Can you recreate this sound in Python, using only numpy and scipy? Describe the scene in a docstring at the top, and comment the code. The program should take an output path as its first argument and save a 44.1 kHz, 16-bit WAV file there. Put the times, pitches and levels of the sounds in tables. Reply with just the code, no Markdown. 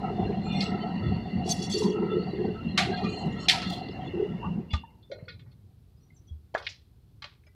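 """Gas furnace in a yard.

A burner roars into a small open furnace; chamber and burner tube resonate in gusts.
A thin steel rod, dragged and knocked on concrete, rings in its bending modes; knocks ring hollow steel.
The gas is shut and the flame pops out. Small knocks, far rumble and faint birds remain.
One microphone feeds both channels."""
import sys
import numpy as np
from scipy import signal
from scipy.fft import rfft, irfft
from scipy.io import wavfile
from scipy.ndimage import uniform_filter1d

SR = 44100
rng = np.random.default_rng(int(sys.argv[2]) if len(sys.argv) > 2 else 0)


def dump_mix(stems):
    """Bounce the given channels to the path in sys.argv[1] as a 16-bit WAV at rate SR."""
    frames = np.atleast_2d(stems).T  # one column per channel
    limited = np.clip(frames, -1, 1)  # hard clip at full scale
    pcm = np.round(limited * 32767).astype(np.int16)
    wavfile.write(sys.argv[1], SR, pcm)


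N = 332946

# five chamber resonances, each a list of modes: f/Hz, nominal width/Hz
CHAMBER_MODES = [
    [(90, 80)],
    [(185, 49.5)],
    [(355, 39), (420, 43)],
    [(735, 88)],
    [(930, 130)],
]
# flame vigour, heard in the second (main) resonance: t/s, level/dB
FLAME_VIGOUR = [(0.0, -29.5), (0.08, -34), (0.92, -32.5), (0.96, -30.5), (1.04, -33), (1.25, -29.5),
                (1.29, -39.5), (1.35, -31), (1.57, -36.5), (1.61, -29.5), (1.66, -38), (1.7, -27.5),
                (1.81, -40.5), (1.85, -24.5), (1.96, -36), (2.21, -31), (2.34, -39.5), (2.48, -30.5),
                (2.59, -59), (2.66, -25), (2.77, -33.5), (2.83, -31), (2.87, -35.5), (2.92, -39.5),
                (3.01, -39), (3.05, -25.5), (3.2, -59), (3.23, -31.5), (3.29, -27.5), (3.45, -50.5),
                (3.47, -41), (3.58, -60), (3.69, -34.5), (3.83, -63), (4.11, -81.5), (4.16, -27.5),
                (4.25, -57), (4.3, -23), (4.43, -62), (4.47, -26), (4.5, -36), (4.58, -35), (4.68, -55),
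                (4.75, -35.5), (4.86, -60.5), (5.0, -68)]
# a resonance catches; lists for the lowest and the upper three: t/s, hold/s, level/dB
CHAMBER_SURGES = [
    [(0.23, 0.033, -48), (0.953, 0.083, -42), (1.063, 0.11, -35), (1.356, 0.051, -32.5),
     (2.825, 0.043, -35), (2.926, 0.021, -43)],
    [(0.091, 0.02, -33.5), (0.28, 0.021, -30.5), (0.669, 0.013, -37.5), (1.45, .03, -40),
     (0.743, 0.016, -37), (1.735, 0.2, -32), (1.88, 0.22, -36), (2.115, 0.075, -24), (2.24, 0.028, -52),
     (2.332, 0.094, -32), (2.47, 0.059, -39.5), (2.869, 0.023, -29.5), (3.024, 0.11, -35.5),
     (4.136, 0.12, -32)],
    [(0.014, 0.36, -47), (0.459, 0.013, -43), (0.541, 0.24, -42.5), (0.834, 0.079, -40), (1.399, 0.23, -42),
     (1.666, 0.017, -51), (2.776, 0.24, -38), (3.133, 0.079, -42.5), (3.48, 0.1, -37.5),
     (3.732, 0.051, -40), (3.933, 0.077, -43.5)],
    [(0.885, 0.022, -56), (0.937, 0.055, -50), (1.821, 0.032, -39.5), (1.923, 0.19, -51),
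     (2.781, 0.012, -48), (3.517, 0.041, -46.5), (4.425, 0.04, -47.5)],
]
SURGE_RISE_S, SURGE_FALL_S = 0.0059, 0.029


def flame(lumps_db=2.0, rumble_db=-44, idle_db=(-48.5, -52, -60.5)):
    """Lumpy burning drives the chamber: the main resonance follows the flame, the rest idle and surge."""
    out, lumps, flow = np.zeros(N), drift(32.0), gas_flow()
    vigour_db, = in_time(FLAME_VIGOUR, outside=-120)
    swing_db = np.maximum(vigour_db + 33, -25)
    surges = [swells(rows, SURGE_RISE_S, SURGE_FALL_S) for rows in CHAMBER_SURGES]
    lowest = flow * from_db(rumble_db + 0.37 * swing_db + 4 * drift(5.5)) + surges[0]
    upper = [flow * from_db(db + 0.18 * swing_db + 6 * drift(8.9)) + surge
             for db, surge in zip(idle_db, surges[1:])]
    for gain, modes in zip([lowest, from_db(vigour_db)] + upper, CHAMBER_MODES):
        hum = locked(sum(humming(hz, 1.17 * width) for hz, width in modes), smooth_s=.04)
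        out += gain * from_db(lumps_db * (lumps + 1.48 * drift(9.6))) * hum
    return out


# broad gas noise: t/s, level/dB
GAS_LEVEL = [(0, -37), (2.0, -41.5), (3.5, -38), (4.5, -40.5), (4.66, -49), (4.9, -62), (5.6, -76),
             (7.55, -82)]
# its spectrum: f/Hz, relative density/dB
GAS_SPECTRUM = [(24, -50.5), (40, -18), (187, -7.5), (1540, -40.5), (1970, -39.5), (2400, -47.5),
                (2800, -47), (3150, -55), (3780, -53), (4560, -50), (9000, -71.5), (11700, -107),
                (19800, -120)]


def gas_roar():
    """Turbulent gas makes broad, slightly wavering noise."""
    return from_db(in_time(GAS_LEVEL)[0] + 0.5 * drift(8.4)) * coloured(GAS_SPECTRUM)


def gas_flow():
    """Gas flow as a gain, 1 at the start."""
    return from_db(in_time(GAS_LEVEL)[0] - GAS_LEVEL[0][1])


# pipe tones, five groups that each swell together: f/Hz, width/Hz, relative level/dB
TUBE_MODES = [
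    [(1315, 60, 0)],
    [(1883, 75, -5), (2017, 65, -4.5), (2110, 60, -10)],
    [(3294, 80, -3), (3553, 65, -0.5)],
    [(3990, 65, -2), (4200, 80, 0)],
    [(4475, 60, 0)],
]
# jet drive: t/s, then level/dB of the groups near 2, 3.4, 4.1 and 4.5 kHz
JET_LEVELS = [(0.0, -58, -73, -58.5, -76), (0.17, -62, -68, -67.5, -67), (0.33, -58, -70, -66, -73),
              (0.53, -64, -61, -59, -68), (0.68, -48, -65, -59.5, -59), (0.86, -55.5, -68, -61.5, -62),
              (1.04, -55.5, -74, -62, -63), (1.28, -55.5, -63, -65, -59), (1.5, -58, -69, -68, -71),
              (1.67, -51.5, -67, -53, -59), (1.74, -53.5, -44, -46, -39), (1.89, -55.5, -58, -69, -64),
              (1.98, -56.5, -69.5, -69, -62), (2.39, -56, -65, -65.5, -69.5), (2.52, -62, -68, -67, -66),
              (2.71, -63, -76, -70, -80), (2.8, -44, -69, -53, -79), (2.88, -52, -65, -62, -64),
              (2.95, -47, -50, -48, -56), (3.08, -54, -63, -51, -60), (3.22, -57, -81, -59, -65),
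              (3.37, -52, -59, -62, -77), (3.45, -59, -65, -56, -68), (3.58, -53, -50, -56, -58),
              (3.66, -50, -47, -52, -54), (3.87, -58, -73, -54.5, -67), (4.05, -58, -74, -70, -76),
              (4.29, -58.5, -73, -78, -85), (4.5, -73, -80.5, -82.5, -86.5), (5.0, -91, -87.5, -94, -91)]
# surges of the lowest pipe tone: t/s, hold/s, level/dB
LOW_TONE_SURGES = [(0.03, 0.071, -50.5), (.466, 0.04, -51), (.62, 0.25, -52), (1.019, 0.065, -53),
                   (1.933, 0.28, -46.5), (2.547, 0.028, -52.5), (2.98, 0.14, -57.5), (3.36, 0.32, -49.5)]
SHUT_S, TUBE_FADE_DB_PER_S = 4.7, 60


def burner_tube(flicker_db=3.0, rasp_db=3.0, low_idle_db=-10.5):
    """Jet noise drives pipe tones that flicker slowly, rasp quickly and die once the gas is shut."""
    out = np.zeros(N)
    fade_db = TUBE_FADE_DB_PER_S * np.maximum(np.arange(N) / SR - SHUT_S, 0)
    upper = [from_db(db - fade_db) for db in in_time(JET_LEVELS)]
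    lowest = from_db(low_idle_db) * upper[0] + swells(LOW_TONE_SURGES, SURGE_RISE_S, SURGE_FALL_S)
    for gain, modes in zip([lowest] + upper, TUBE_MODES):
        group = sum(from_db(db + flicker_db * drift(4.4)) * humming(hz, width) for hz, width, db in modes)
        out += gain * from_db(rasp_db * drift(25.0)) * locked(rms_one(group), smooth_s=.03)
    return out


# whistle core and upper flank: f/Hz, nominal width/Hz, relative level/dB
WHISTLE_MODES = [(2765, 100, 0), (2890, 100, -6)]
# whistle envelope: t/s, level before the cap/dB
WHISTLE_LEVEL = [(0.0, -53.5), (0.43, -59.5), (0.56, -38), (0.65, -43), (0.7, -55.5), (1.81, -51),
                 (1.88, -57), (1.95, -51), (2.05, -57), (2.11, -49), (2.43, -58), (2.76, -52), (2.77, -41),
                 (2.78, -38), (2.87, -51), (3.45, -51.5), (3.5, -35), (3.6, -49.5), (3.91, -54),
                 (4.3, -54.5), (4.36, -62), (4.44, -48.5), (4.68, -79), (4.7, -58.5), (4.78, -53.5),
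                 (5.05, -90)]


def whistle(cap_db=-46, rasp_db=2.5):
    """The tube sustains a rasping whistle."""
    tone = locked(ringing(WHISTLE_MODES, blur_hz=30, catch_db=1.5), smooth_s=.03)
    level_db = np.minimum(in_time(WHISTLE_LEVEL, outside=-120)[0], cap_db)
    return from_db(level_db + rasp_db * drift(20.0)) * tone


def sputter(flutters=240, per_s=39.0, base_db=-56, spread_db=9.5):
    """Brief narrow flutters at random pitches while the gas flows."""
    out, count = np.zeros(N), round(.07 * SR)
    for when, pitch, size in rng.random((flutters, 3)):
        i = round(when * flutters / per_s * SR)
        tone = humming(480 * 8.0 ** pitch, width_hz=80, count=count) * np.hanning(count)
        if i + count < N:
            out[i:i + count] += from_db(base_db + spread_db * size - 12 * pitch) * tone
    return gas_flow() ** 1.5 * out


# thumps, the first is the flame going out: t/s, level/dB, f/Hz, t60/s
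THUMPS = [(4.733, -13.5, 76, 0.13), (5.225, -27.5, 117, 0.05), (6.308, -31, 76.2, 0.35),
          (6.5492, -13.5, 667, 0.02), (6.551, -20, 1690, 0.031)]


def thumps():
    """Pushes of air ring briefly as damped sines."""
    out, t = np.zeros(N), np.arange(SR // 2) / SR
    for s, db, hz, t60 in THUMPS:
        i = round(s * SR)
        attack = np.minimum(t * hz * 2.9, 1)
        out[i:i + len(t)] += from_db(db - 60 * t / t60) * attack * np.sin(2 * np.pi * hz * t)
    return out


# rod bending modes: f/Hz, nominal width/Hz, relative level/dB
ROD_MODES = [(3410, 39, -3), (3940, 25, -11), (4120, 47, -10), (4500, 72, 0), (5080, 120, -6),
             (5630, 39, -3), (6300, 120, -4), (7050, 39, -9), (7720, 50, -14), (8090, 29, -20),
             (8540, 110, -14), (9290, 100, -16), (10100, 45, -15), (10900, 130, -19), (11900, 44, -21),
             (12600, 18, -33), (12800, 59, -29), (13700, 90, -31), (14600, 39, -29), (15500, 90, -29)]
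# hollow steel modes: f/Hz, nominal width/Hz, relative level/dB
STEEL_MODES = [(461, 80, 7.5), (580, 54, 8.5), (866, 50, -3.5), (1167, 80, -3), (1447, 58, -7),
               (1735, 59, -17), (1880, 43.8, -8), (2167, 140, -3.5), (2513, 62, -7.5), (2820, 25, -18),
               (3170, 65, -10), (3402, 170, -5), (3655, 110, -9), (4066, 46, -6), (4413, 98, -8),
               (4850, 81, -11.5), (5270, 60, -21.5), (5750, 65, -21), (6950, 50, -23), (6880, 89, -29)]


def metal_rings():
    """Steady ring of the rod and of the hollow steel, for the contacts to shape."""
    return ringing(ROD_MODES, blur_hz=45, catch_db=3), ringing(STEEL_MODES, blur_hz=35, catch_db=2.5)


# knocks: t/s, level/dB, low f/Hz, high f/Hz, decay/s, treble re burst/dB, steel re burst/dB
KNOCK_HITS = [(0.318, -48.5, 1700, 2900, 0.064, -34, -2), (0.605, -31.5, 3580, 5360, 0.084, -28, 4.5),
              (0.623, -43.5, 3300, 5660, 0.29, -35, -2.5), (0.607, -48, 1810, 3300, 0.14, -31, 12),
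              (1.493, -41, 2600, 8450, 0.12, -14, -11), (1.697, -56, 5000, 10500, 0.12, -10, -18),
              (2.775, -18.5, 1200, 4520, 0.12, -14.5, -4.5), (2.788, -27, 1240, 4550, 0.3, -17.5, -10),
              (2.969, -67, 2980, 7450, 0.13, -22, 22), (3.04, -55, 2600, 6400, 0.08, -18, 13),
              (3.256, -58, 2000, 8800, 0.054, -20, 0), (3.323, -58, 2900, 4300, .05, -31, 2),
              (3.321, -60, 6500, 7300, 0.084, -33, -7), (3.484, -19, 1920, 5200, 0.076, -11.5, 1),
              (3.495, -17, 1770, 4940, 0.11, -16.5, -10), (3.51, -26, 1600, 5100, 0.29, -17, -12),
              (3.571, -43.5, 1500, 6000, .2, -22, -22), (3.617, -37.5, 980, 5100, 0.17, -22, -14),
              (3.668, -57.5, 4000, 8000, 0.12, -12, 4), (3.698, -54, 4300, 9550, 0.1, -5, 10),
              (3.72, -54.5, 2960, 8900, 0.23, -8, 14), (3.782, -56, 4300, 5770, 0.054, -20, 0),
              (3.885, -51.5, 2980, 4970, 0.031, -25, 6), (4.44, -53.5, 858, 1200, 0.11, -30, 20.5),
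              (4.706, -58, 2010, 5200, 0.14, -41, -3), (4.73, -47, 1900, 7040, 0.12, -24, 4),
              (4.736, -38, 860, 5160, 0.046, -31, 9), (4.749, -50, 900, 5000, 0.15, -25, 4.5),
              (5.027, -72, 3020, 4530, 0.052, -32.5, 8.5), (5.096, -37, 403, 570, 0.13, -43, -2.5),
              (5.114, -43.5, 330, 636, 0.27, -44, -3.5), (5.178, -54, 380, 620, 0.13, -41.5, -8),
              (5.207, -50.5, 446, 650, 0.14, -44, -2), (5.26, -49.5, 380, 560, 0.19, -43.5, -6),
              (5.114, -61, 1400, 2420, 0.11, -33, 15.5), (5.114, -66, 2580, 6370, 0.088, -32, 20),
              (5.183, -65.5, 505, 2530, 0.37, -37, -5), (5.28, -64.5, 1300, 2800, 0.13, -25, 21.5),
              (5.283, -68.5, 2800, 5600, 0.15, -31, 21.5), (5.393, -63.5, 1380, 4600, 0.1, -18, 6.5),
              (5.460, -72.5, 587, 2260, .18, -38.5, 7), (5.516, -71.5, 1005, 5020, 0.083, -29.5, 4),
              (6.543, -53, 1980, 6840, 0.092, -46, 9), (6.54, -42.5, 388, 1000, .08, -42.5, -13),
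              (6.552, -36, 390, 1800, 0.26, -47, -17), (6.595, -54.5, 397, 1830, 0.4, -30, -8),
              (6.577, -49.5, 2090, 6070, 0.11, -15, 4.5), (6.621, -54, 2520, 5400, 0.17, -36, -6),
              (6.643, -53, 2530, 5600, 0.37, -38, -4), (6.666, -26.5, 1740, 4300, 0.048, -34, -7),
              (6.696, -51.5, 4460, 7300, 0.064, -20, 0), (6.688, -44.5, 1770, 5700, 0.25, -37, -18),
              (7.221, -42.5, 1010, 4930, 0.058, -24.5, 1.5), (7.241, -37.5, 790, 4600, 0.06, -36, -4),
              (7.257, -53.5, 824, 4600, 0.27, -37, -8.5), (7.436, -70, 1600, 2890, 0.042, -21.5, 0),
              (7.466, -63.5, 604, 3030, 0.059, -15, 0)]
CONTACT_S, TREBLE_RISE_S = .0012, 0.0043


def knocks(rod, steel):
    """Each impact: a gritty burst and steel ring in one band, treble noise above it, the rod's ring."""
    out = np.zeros(N)
    grit = from_db(2.1 * drift(98.0))   # small rebounds and grains
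    for s, db, low_hz, high_hz, decay_s, treble_db, steel_db in KNOCK_HITS:
        i = round(s * SR)
        t = np.arange(min(round(1.4 * decay_s * SR), N - i)) / SR
        span, age = slice(i, i + len(t)), t / decay_s
        burst_noise, treble_noise = rng.standard_normal((2, len(t)))
        burst = grit[span] * band(burst_noise, 5, low_hz, high_hz)
        treble_gain = from_db(treble_db + age) * np.minimum(t / TREBLE_RISE_S, 1)
        treble = treble_gain * band(treble_noise, 2, high_hz, 1.76 * high_hz)
        steel_ring = from_db(steel_db + 15 * age) * band(steel[span], 5, low_hz, high_hz)
        rod_ring = from_db(treble_db + 0.5) * rod[span]
        attack = np.minimum(t / (CONTACT_S + 0.01 * decay_s), 1)
        fall_db = 45 * age + 30 * age ** 2   # the tail dies away ever faster
        out[span] += from_db(db - fall_db) * attack * (burst + treble + steel_ring + rod_ring)
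    return out


# rod sliding on concrete: t/s, hold/s, level/dB, treble re body/dB
DRAG_STROKES = [(0.601, 0.023, -44, -5), (1.446, 0.018, -58, -24), (1.461, 0.018, -47, -14),
                (1.474, .01, -42, -19), (1.49, 0.034, -35.5, 1), (1.561, 0.048, -44.5, -9),
                (1.62, 0.02, -39.5, -9), (1.695, 0.012, -44.5, 3), (1.712, 0.012, -39.5, -9),
                (1.733, 0.023, -39, -13), (1.777, .03, -41.5, -1), (1.826, 0.01, -39, -7),
                (1.837, 0.013, -49.5, -8), (1.89, 0.049, -61.5, -8), (2.97, 0.4, -82, 11),
                (3.64, 0.062, -62, 1), (3.7, 0.065, -66, -1)]


def drag(rod, rise_s=0.0095, fall_s=0.022, split_hz=6700, scrape_db=-11):
    """The sliding rod sings over a gritty scrape, catching unevenly; each stroke has its own brightness."""
    low, high = butter(rod, 4, split_hz, "low"), butter(rod, 4, split_hz, "high")
    body = swells([(s, hold, db) for s, hold, db, _ in DRAG_STROKES], rise_s, fall_s)
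    top = swells([(s, hold, db + treble_db) for s, hold, db, treble_db in DRAG_STROKES], rise_s, fall_s)
    scrape = from_db(scrape_db) * band(rng.standard_normal(N), 2, 2530, 6900)
    return from_db(1.5 * drift(30)) * (body * (low + scrape) + top * high)


# partials of rubbed steel: f/Hz, relative level/dB
SQUEAL_PARTIALS = [(3050, 8.5), (3500, -1.5), (4213, 16.5), (4520, 5.5), (5400, -17.5), (6100, -12),
                   (6710, 2), (7230, -3), (7830, -9.5), (8500, -10)]
# squeals: t/s, length/s, level/dB
SQUEAL_EVENTS = [(3.02, 0.24, -64.5), (3.379, 0.098, -62.5)]


def squeals(stagger=.15):
    """Rubbed steel squeals; each partial enters late by a random share of the length."""
    rows = []
    for s, length, db in SQUEAL_EVENTS:
        for hz, partial_db in SQUEAL_PARTIALS:
            late = stagger * rng.random()
            rows.append((s + late * length, length * (1 - late / 2), hz, db + partial_db))
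    return swelling_tones(rows, width_hz=45)


# lone tones: t/s, length/s, f/Hz, level/dB
LONE_TONES = [(.398, 0.32, 4230, -49), (.434, 0.075, 7290, -64), (.446, 0.2, 2455, -47.5),
              (.48, 0.14, 3545, -43.5), (.514, 0.22, 7790, -62), (.52, 0.12, 5620, -56),
              (.515, 0.057, 10000, -76), (.515, 0.041, 6300, -69), (.445, .05, 8630, -80),
              (.77, 0.11, 4450, -54.5), (1.05, 0.09, 4300, -60), (2.19, 0.21, 4530, -56),
              (2.28, 0.077, 4015, -56), (2.68, 0.062, 4170, -51), (2.68, .05, 3270, -57),
              (3.2, 0.086, 2910, -60), (5.51, 0.026, 4360, -69.5), (2.97, 0.073, 11000, -83),
              (3.06, 0.13, 10900, -84), (3.9, 0.033, 5130, -63), (4.03, 0.096, 4230, -65),
              (4.04, .04, 6770, -73), (1.024, 0.11, 3460, -55), (2.10, 0.057, 3500, -49),
              (2.183, 0.078, 4280, -49), (2.907, 0.069, 1613, -43), (2.959, 0.21, 2460, -47),
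              (3.39, 0.15, 5430, -57), (4.05, 0.037, 3460, -49), (4.704, 0.026, 2190, -55),
              (4.698, 0.025, 2850, -48), (4.704, .035, 3450, -45), (4.704, .025, 4730, -57),
              (.125, 0.16, 3555, -60.5), (.23, .12, 4170, -56.5), (.8, 0.067, 3050, -50.5),
              (.53, 0.15, 2120, -46.5), (3.03, 0.062, 1190, -40.5)]


def lone_tones():
    """Single thin tones swell and fade."""
    return swelling_tones(LONE_TONES, width_hz=45)


# tick rings: t/s, nominal length/s, f/Hz, level/dB
TICKS = [(4.832, .022, 920, -41.5), (4.86, 0.12, 903, -60.5), (4.835, 0.027, 1770, -66.5),
         (5.022, 0.057, 3520, -62.5), (5.112, 0.038, 548, -38), (5.113, .09, 4100, -61),
         (5.113, .1, 4400, -68), (5.25, 0.033, 4400, -64), (5.282, .1, 4000, -63),
         (5.282, 0.087, 2360, -65), (4.6, .04, 2500, -68), (6.1, .03, 2100, -63), (4.9, 0.024, 2130, -71),
         (4.737, 0.029, 1200, -38), (4.729, 0.023, 930, -38), (4.733, .025, 2160, -49),
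         (4.732, .02, 3460, -37), (4.737, .02, 5400, -51), (4.759, .06, 3500, -54), (5.177, .04, 2120, -61),
         (5.183, .03, 1870, -67), (7.455, 0.045, 2300, -68), (7.468, 0.05, 2000, -68.5),
         (7.465, 0.019, 5100, -66), (7.463, .016, 6500, -74), (7.464, 0.019, 1600, -65)]


def ticks():
    """Small ticks leave faint, narrow rings."""
    return fading_tones(TICKS, width_hz=70)


# bird calls: t/s, nominal length/s, f/Hz, level/dB
BIRD_CHIRPS = [(5.965, .04, 4960, -78), (6.003, 0.045, 4270, -76), (6.003, 0.054, 5810, -68.5),
               (6.14, 0.04, 7420, -73.5), (6.146, 0.055, 6580, -85), (6.156, 0.048, 6110, -67),
               (6.17, 0.039, 5700, -70), (6.262, 0.041, 6060, -73.5), (6.272, .035, 5750, -75),
               (6.272, 0.064, 3320, -65.5)]


def birds():
    """Far birds give short, high chirps."""
    return fading_tones(BIRD_CHIRPS, width_hz=70)


# far rumble: t/s, level before trim/dB
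RUMBLE_LEVEL = [(4.9, -58.5), (5.1, -55.5), (5.38, -49.5), (5.75, -56.5), (6.0, -55), (6.25, -56),
                (6.43, -54.5), (6.57, -58), (6.85, -61.5), (7.01, -59.5), (7.15, -58), (7.55, -62)]
# yard noise floor: f/Hz, relative density/dB
YARD_SPECTRUM = [(18, -37.5), (30, -15.5), (59, 1), (88, -1.5), (152, -16.5), (271, -23), (391, -21.5),
                 (564, -35), (900, -36.5), (1300, -37), (1800, -42), (2400, -41.5), (4240, -39),
                 (6610, -48), (14100, -44.5), (15700, -52.5)]


def yard(trim_db=-1.5, floor_db=-59.5):
    """Far rumble wavers over a faint, steady noise floor."""
    rumble = from_db(in_time(RUMBLE_LEVEL)[0] + trim_db + 2.0 * drift(1.8)) * humming(90, width_hz=74)
    return rumble + from_db(floor_db) * coloured(YARD_SPECTRUM)


def from_db(db):
    """Decibels to gain."""
    return 10 ** (np.asarray(db) / 20)


def rms_one(x):
    """Scale to rms 1."""
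    return x / np.sqrt(np.mean(x ** 2) + 1e-20)


def butter(x, order, hz, kind):
    """Butterworth filter."""
    return signal.sosfilt(signal.butter(order, hz, kind, fs=SR, output="sos"), x)


def band(x, order, low_hz, high_hz):
    """One band of x, rms 1."""
    return rms_one(butter(x, order, [low_hz, high_hz], "band"))


def in_time(rows, outside=None):
    """Columns of a curve table at every sample."""
    s, *columns = np.transpose(rows)
    return [np.interp(np.arange(N) / SR, s, column, outside, outside) for column in columns]


def drift(rate_hz, hop=40):
    """Smooth random wander, rms 1."""
    r = np.exp(-2 * np.pi * rate_hz * hop / SR)
    slow = signal.lfilter([1], [1, -2 * r, r * r], rng.standard_normal(N // hop + 2002))[2000:]
    return np.interp(np.arange(N) / hop, np.arange(len(slow)), rms_one(slow))


def coloured(spectrum):
    """Steady noise of a given spectrum, rms 1."""
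    bins_hz = np.arange(1, N // 2 + 2) * SR / N
    hz, db = np.transpose(spectrum)
    gain = from_db(np.interp(np.log(bins_hz), np.log(hz), db))
    return rms_one(irfft(rfft(rng.standard_normal(N)) * gain, N))


def humming(hz, width_hz, count=N):
    """Noise passed twice through one resonance for steep flanks, rms 1."""
    r = np.exp(-np.pi * width_hz / SR)
    b = (1 - r * r) / 2 * np.array([1, 0, -1])
    a = [1, -2 * r * np.cos(2 * np.pi * hz / SR), r * r]
    return rms_one(signal.lfilter(b, a, signal.lfilter(b, a, rng.standard_normal(count))))


def ringing(modes, blur_hz, catch_db):
    """Modes under steady shaking, each catching and fading by itself, rms 1."""
    return rms_one(sum(from_db(db + catch_db * drift(29.0)) * humming(hz, blur_hz + .5 * width)
                       for hz, width, db in modes))


def locked(x, smooth_s, evenness=0.48):
    """Even out the level: a self-sustained resonance beats less than plain noise."""
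    level = np.sqrt(uniform_filter1d(x ** 2, size=round(smooth_s * SR)) + .02)
    return rms_one(x / level ** evenness)


def swells(rows, rise_s, fall_s):
    """Gain of events that rise, hold and die away."""
    out, t = np.zeros(N + SR), np.arange(SR) / SR
    for s, hold, db in rows:
        i = max(round((s - rise_s / 2) * SR), 0)
        attack = np.minimum(t / rise_s, 1) ** 2
        release = np.exp(-np.maximum(t - rise_s / 2 - hold, 0) / fall_s)
        out[i:i + SR] += from_db(db) * attack * release
    return out[:N]


def swelling_tones(rows, width_hz):
    """Narrow wavering tones, each under a soft swell."""
    out = np.zeros(N)
    for s, length, hz, db in rows:
        i, count = round(s * SR), round(length * SR)
        tone = rms_one(humming(hz, width_hz, count=SR // 3)[-count:])
        out[i:i + count] += from_db(db) * np.hanning(count) ** 0.43 * tone
    return out


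def fading_tones(rows, width_hz, fall_db_per_length=17):
    """Narrow wavering tones that set in quickly and trail off."""
    out = np.zeros(N)
    for s, length, hz, db in rows:
        i = round(s * SR)
        age = np.arange(min(round(2 * length * SR), N - i)) / SR / length
        tone = rms_one(humming(hz, width_hz, count=SR // 3)[-len(age):])
        attack = np.minimum(age / 0.23, 1) ** 2
        fall_db = fall_db_per_length * np.maximum(age - .3, 0)
        out[i:i + len(age)] += from_db(db - fall_db) * attack * tone
    return out


def scene():
    """All sources at one microphone."""
    rod, steel = metal_rings()
    burner = flame() + sputter() + gas_roar() + whistle() + burner_tube()
    handling = drag(rod) + knocks(rod, steel) + squeals()
    mono = burner + thumps() + handling + lone_tones() + birds() + ticks() + yard()
    return np.array([mono, mono])


def record(dry, low_cut_hz=45, stopband_hz=16130):
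    """The deepest bass is weak, the top is cut."""
    low_cut = butter(dry, 2, low_cut_hz, "high")
    return signal.sosfilt(signal.cheby2(24, 70, stopband_hz, fs=SR, output="sos"), low_cut)


dry = scene()
out = record(dry)
dump_mix(out)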